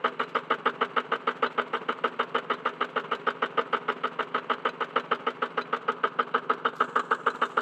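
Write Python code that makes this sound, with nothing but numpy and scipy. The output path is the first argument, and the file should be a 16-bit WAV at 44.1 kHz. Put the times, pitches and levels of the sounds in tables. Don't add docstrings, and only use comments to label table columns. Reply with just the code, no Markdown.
import sys
import numpy as np
from scipy import signal
from scipy.fft import rfft, irfft
from scipy.io import wavfile
from scipy.ndimage import uniform_filter1d

SR = 44100
rng = np.random.default_rng(int(sys.argv[2]) if len(sys.argv) > 2 else 0)


def transcribe(u):
    v = np.clip(np.atleast_2d(u).T, -1, 1)
    q = np.round(v * 32767).astype(np.int16)
    wavfile.write(sys.argv[1], SR, q)


N = 335601

# time_s, level_db
EFFORT = [(0.04, 1.5), (0.19, -1), (0.65, 2.5), (1.12, -0.6), (1.42, 2.5), (1.73, -1.5), (2.19, 1.1),
          (3.11, -2.1), (3.57, 0.8), (3.73, -0.5), (3.88, -0.2), (4.03, -1.7), (4.65, 0.8), (4.8, -3),
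          (4.96, 2), (5.42, -0.7), (6.19, 1.3), (7.57, 1.1)]
# time_s, level_db
HARD_CLACKS = [(1.46, 6), (2.38, 6), (4.38, 5), (6.38, 4.5), (6.99, 9.5)]
LOUD_COVERS = [(.97, 10), (1.43, 8), (2.35, 7.5), (3.12, 8), (3.43, 10.5), (6.66, 10.5), (7.42, 7)]
# delay_s, level_db, brightness_hz
FIRING_KNOCKS = [(.00031, -4, 2280), (.00405, 1.5, 1350), (.00899, 0.7, 563)]
PISTON_SLAPS = [(0.0158, -4.5, 1347), (0.0211, -14, 1720)]
EXHAUST_VALVE_CLACKS = [(0.0402, -19.5, 1067)]
VALVE_KNOCKS = [(.083, -24, 910), (.1, -22.5, 1490), (0.1261, -41, 5000), (0.132, -42.5, 5000)]
ROCKER_TAPS = [(.0005, -1.5, 9100), (.007, 0, 9000), (.0405, 0, 9000), (.086, -4.5, 6070), (.098, -9, 5980),
               (.1258, -7.5, 9080), (.133, -9, 3980)]
GAS_PUFFS = [(0.034, -4, 402), (0.08, -0.5, 397), (0.123, 0.5, 400)]
# pitch_hz, level_db, ring_s
BLOCK_NOTES = [(246.6, -40.5, 0.19), (282, -37.5, 0.016), (406.1, -38.5, 0.23), (461.3, -26, 0.097),
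               (528.6, -28, 0.051), (590, -54, 0.071), (653.3, -34, 0.2), (846.2, -29.5, 0.062),
               (908, -26, 0.055), (984, -34.5, 0.088), (1125.5, -25.5, 0.06), (1214, -18.5, 0.039),
               (1276.5, -19.5, 0.06), (1355, -26, 0.057), (1436, -26, 0.078), (1514.4, -25.5, 0.055),
               (1618, -37, 0.091), (1760, -33, 0.12), (1892, -31, 0.032), (1987, -29, 0.072),
               (2082, -33, 0.057), (2128, -36.5, 0.074), (2242, -33.5, 0.084), (2809, -28.5, 0.055),
               (2957, -32, 0.031), (3102, -34, 0.098)]
COVER_NOTES = [(1850, 1, 0.049), (2892, 1, 0.052), (3027, 2, 0.063), (3124, -5.5, 0.044),
               (3638, -10.5, 0.11), (3860, -24.5, 0.033)]
STEEL_NOTES = [(2163, -47.5, 0.053), (2890, -50.5, 0.027), (3100, -56, 0.025), (3400, -56, 0.031),
               (3960, -59, 0.055), (4520, -63, 0.048), (5840, -72.5, 0.014), (7800, -72, .04),
               (7920, -74, 0.065), (9650, -78.5, .04), (12020, -78, 0.026)]
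PIPE_NOTES = [(128, -57, 0.13), (167.4, -48, 0.2), (248.7, -44.5, 0.16), (294, -49, 0.12),
              (433, -55.5, 0.085)]
LINK_NOTES = [(2550, -48.5, 0.065), (3880, -51, 0.056), (4010, -44, 0.057), (4800, -59.5, .04),
              (6360, -63, 0.041)]
# pitch_hz, level_db
WHIRR_TONE = [(30, -37), (95, -32.5), (150, -5.5), (320, -5), (420, 5.5), (640, -6), (740, -6.5),
              (950, -1.5), (1300, -3.5), (2000, -12), (2900, -13.5), (5000, -41), (7600, -43.5),
              (9000, -56.5), (14000, -58)]
RATTLE_TONE = [(30, -31), (110, -26), (240, -10.5), (440, 0), (650, -1.5), (740, -13), (1000, -2),
               (1250, 1), (1550, 2), (1700, -6.5), (2200, -12.5), (3300, -13), (5000, -40.5), (14000, -66)]
SPIT_TONE = [(500, -16), (2500, 4.5), (4000, -2), (5300, -12.5), (7600, -13), (9000, -26), (12500, -27),
             (15000, -37)]
SCRAPE_TONE = [(1500, -2), (3500, 14), (6000, 3), (7500, 5), (9000, -5.5), (12800, -6.5), (14000, -10.5)]
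HISS_TONE = [(3000, -21.5), (5500, -7), (7500, 1.5), (8600, -8.5), (11000, -21.5), (14000, -32)]
# delay_s, spread_s, level_db
JINGLES = [(.008, 0.0061, -34.5), (0.019, 0.0064, -35), (.04, .003, -42.5), (.092, .012, -46.5)]
# start_s, level_db
CLINKS = [(0.236, -4), (1.465, 1), (2.543, -5), (3.154, -9), (4.383, -1), (4.538, -12), (4.691, 1.5),
          (4.999, -3), (5.616, 5), (6.995, 4), (7.301, 2)]
# start_s, level_db, fade_s
SCRAPES = [(6.753, -54, 0.014), (6.777, -58, 0.032), (6.95, -59, 0.019), (7.346, -58, 0.014),
           (7.418, -61, 0.036), (7.489, -58, 0.0026)]
# time_s, hollow_amount, gap_amount
COVERING = [(0, 0.2, 0.04), (5.4, 0.17, 0), (6.2, 0.6, 0.01), (6.72, 0.72, 0.06), (6.8, 0.9, 0.9),
            (7.1, 0.97, 1), (7.61, 0.7, 0.9)]
# pitch_hz, gain_db
HOLLOW_TONE = [(300, -0.5), (700, -1.5), (1000, 0.5), (1220, 5.5), (1650, 4), (1900, -8.5), (2400, -8),
               (3100, -4), (4200, -1.5), (7000, -5.5)]
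GAP_TONE = [(1500, 0), (2800, 0.5), (4200, 1), (5200, 0.5), (6300, 8.5), (7500, 16), (8600, 11.5),
            (10000, 11), (13000, 3)]

FIRST_FIRING_S, CYCLE_S = .0394, .153665
DRIFT_S, DRIFT_PERIOD_S, LATEST_AT_S = .0009, 4.8, 1.0
# level_db, db_per_effort_db, scatter_db
SLAP_RULE, CLACK_RULE = (2.33, 0.65, 1.0), (-2.7, 1.3, 1.4)
COVER_RULE, SPIT_RULE = (1.6, .6, 1.8), (-2.6, .3, 2.1)
BACK_OFF_S = (4.9, 5.05)
FAR_SLAP_DB, FAR_CLACK_DB, FAR_COVER_DB = -4, -3.5, -7
TREBLE_LIMIT_HZ = 14000


def undb(db):
    return 10 ** (np.asarray(db) / 20)


def colour(x, tone):
    hz, db = np.transpose(tone)
    size = 2048
    gain = undb(np.interp(np.log(np.fft.rfftfreq(size, 1 / SR) + 1), np.log(hz), db))
    cepstrum = irfft(np.log(gain))
    cepstrum[1:size // 2] *= 2
    cepstrum[size // 2 + 1:] = 0
    return signal.oaconvolve(x, irfft(np.exp(rfft(cepstrum))))[:N]


def noise(tone, grain_db=0):
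    size = SR // 1000
    grains = undb(grain_db * np.clip(rng.standard_normal(N // size + 1), -2, 2))
    loudness = uniform_filter1d(np.repeat(grains, size)[:N], size)
    sound = colour(loudness * rng.standard_normal(N), tone)
    return sound / np.std(sound)


def ring(force, notes):
    t = np.arange(SR // 4) / SR
    response = 0
    for k, (hz, db, ring_s) in enumerate(notes):
        fade = np.exp(-np.log(1000) * t / ring_s)
        response += (-1) ** k * undb(db) * fade * np.sin(2 * np.pi * hz * t)
    return signal.oaconvolve(force, response)[:N]


def clicks(times, db):
    at = np.clip(np.round(times * SR).astype(int), 0, N)
    return np.bincount(at, undb(db) * np.ones(len(at)), N + 1)[:N]


def blows(times, db, pattern, scatter_s, scatter_db):
    force = 0
    for delay_s, blow_db, brightness_hz in pattern:
        late, strong = rng.standard_normal((len(times), 2)).T
        hits = clicks(times + delay_s + scatter_s * late, db + blow_db + scatter_db * strong)
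        softness = np.exp(-2 * np.pi * brightness_hz / SR)
        force += signal.lfilter([1 - softness], [1, -softness], hits)
    return force


def bursts(times, db, rise_s, fade_s):
    t = np.arange(SR // 6) / SR
    shape = (1 - np.exp(-(t / rise_s) ** 2)) * np.exp(-t / fade_s)
    return signal.oaconvolve(clicks(times, db), shape / shape.max())[:N]


def accent(times, db, accents):
    db = db.copy()
    for time_s, level_db in accents:
        db[np.argmin(abs(times - time_s))] = level_db
    return db


def firings():
    times = np.arange(FIRST_FIRING_S, N / SR, CYCLE_S)
    times += DRIFT_S * np.cos(2 * np.pi * (times - LATEST_AT_S) / DRIFT_PERIOD_S)
    effort_db = np.interp(times, *np.transpose(EFFORT))
    slap_db, clack_db, cover_db, spit_db = (
        db + follow * effort_db + scatter_db * np.clip(rng.standard_normal(len(times)), -2, 2)
        for db, follow, scatter_db in (SLAP_RULE, CLACK_RULE, COVER_RULE, SPIT_RULE))
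    far = np.interp(times, BACK_OFF_S, (0, 1))
    slap_db += far * FAR_SLAP_DB
    clack_db = accent(times, clack_db + far * FAR_CLACK_DB, HARD_CLACKS)
    cover_db = accent(times, cover_db + far * FAR_COVER_DB, LOUD_COVERS)
    return times, effort_db, slap_db, clack_db, cover_db, spit_db


def gear_whirr(times):
    swell = bursts(times + .076, -5 + 4 * rng.standard_normal(len(times)), rise_s=.012, fade_s=.0091)
    return undb(-45) * (1 + swell) * noise(WHIRR_TONE, grain_db=1.5)


def block_knocks(times, knock_db, slap_db, clack_db):
    force = blows(times, knock_db, FIRING_KNOCKS, scatter_s=.00003, scatter_db=0.4)
    force += blows(times, slap_db, PISTON_SLAPS, scatter_s=.00018, scatter_db=0.5)
    force += blows(times, clack_db, EXHAUST_VALVE_CLACKS, scatter_s=.00035, scatter_db=5.5)
    force += blows(times, 0, VALVE_KNOCKS, scatter_s=.00025, scatter_db=2.5)
    return undb(-0.08) * ring(force, BLOCK_NOTES)


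def rattle(times, knock_db, slap_db, clack_db):
    chatter = bursts(times + .00029, knock_db - 28.5, rise_s=.0057, fade_s=.0072)
    chatter += bursts(times + .016, slap_db - 31, rise_s=.0027, fade_s=.013)
    chatter += bursts(times + .0364, clack_db - 34.5, rise_s=.0039, fade_s=.0086)
    return chatter * noise(RATTLE_TONE)


def valve_ticks(times):
    return ring(blows(times, 0, ROCKER_TAPS, scatter_s=.00034, scatter_db=3.5), STEEL_NOTES)


def gas_flow(times, spit_db):
    jet = bursts(times + .034, spit_db - 47, rise_s=.008, fade_s=.007)
    jet += bursts(times + .001, -56 + 2.1 * rng.standard_normal(len(times)), rise_s=.0019, fade_s=.031)
    jet += bursts(times + .087, -62 + 3.4 * rng.standard_normal(len(times)), rise_s=.014, fade_s=.012)
    puffs = blows(times, 0, GAS_PUFFS, scatter_s=.00024, scatter_db=0)
    return jet * noise(SPIT_TONE, grain_db=5) + ring(puffs, PIPE_NOTES)


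def cover_ring(times, knock_db, cover_db):
    shake = bursts(times + .0075, knock_db - 39.5, rise_s=.0025, fade_s=.0041)
    shake += bursts(times + .012, cover_db - 39, rise_s=.003, fade_s=.0084)
    steady_strength = np.std(ring(rng.standard_normal(N), COVER_NOTES))
    return ring(shake * rng.standard_normal(N), COVER_NOTES) / steady_strength


def washer_jingle(times, low_hz, octaves, fall_db, ring_s, count):
    sound, t = np.zeros(N + SR), np.arange(SR // 12) / SR
    shape = (1 - np.exp(-t / .0018)) * np.exp(-np.log(1000) * t / ring_s)
    for delay_s, spread_s, db in JINGLES:
        for start_s in np.repeat(times + delay_s, count):
            late, strong = rng.standard_normal(2)
            octave = octaves * rng.random()
            at = max(int((start_s + spread_s * late) * SR), 0)
            gain = undb(db + 3.8 * strong - fall_db * octave)
            sound[at:at + len(t)] += gain * shape * np.sin(2 * np.pi * low_hz * 2 ** octave * t)
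    return sound[:N]


def link_clinks():
    bounces = bursts(*np.transpose(CLINKS), rise_s=.00092, fade_s=.0022) * rng.standard_normal(N)
    return undb(-17) * ring(bounces, LINK_NOTES)


def microphone_scrapes():
    rub = sum(bursts(np.array([start_s]), db, fade_s / 2, fade_s) for start_s, db, fade_s in SCRAPES)
    return rub * noise(SCRAPE_TONE, grain_db=4.5)


def scene():
    times, knock_db, slap_db, clack_db, cover_db, spit_db = firings()
    engine = gear_whirr(times)
    engine += block_knocks(times, knock_db, slap_db, clack_db)
    engine += rattle(times, knock_db, slap_db, clack_db)
    engine += valve_ticks(times)
    engine += gas_flow(times, spit_db)
    engine += cover_ring(times, knock_db, cover_db)
    engine += washer_jingle(times, low_hz=2201, octaves=2.4, fall_db=16, ring_s=.034, count=4)
    engine += link_clinks()
    return engine[None]


def record(dry):
    time_s, *amounts = np.transpose(COVERING)
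    hollow, gap = (np.interp(np.arange(N) / SR, time_s, amount) for amount in amounts)
    sound = dry[0] + hollow * (colour(dry[0], HOLLOW_TONE) - dry[0])
    hiss = undb(-73) * noise(HISS_TONE)
    sound += gap * (colour(sound, GAP_TONE) - sound + hiss)
    sound += microphone_scrapes()
    treble_cut = signal.ellip(8, .2, 70, TREBLE_LIMIT_HZ, fs=SR, output="sos")
    return signal.sosfilt(treble_cut, sound)[None]


dry = scene()
out = record(dry)
transcribe(out)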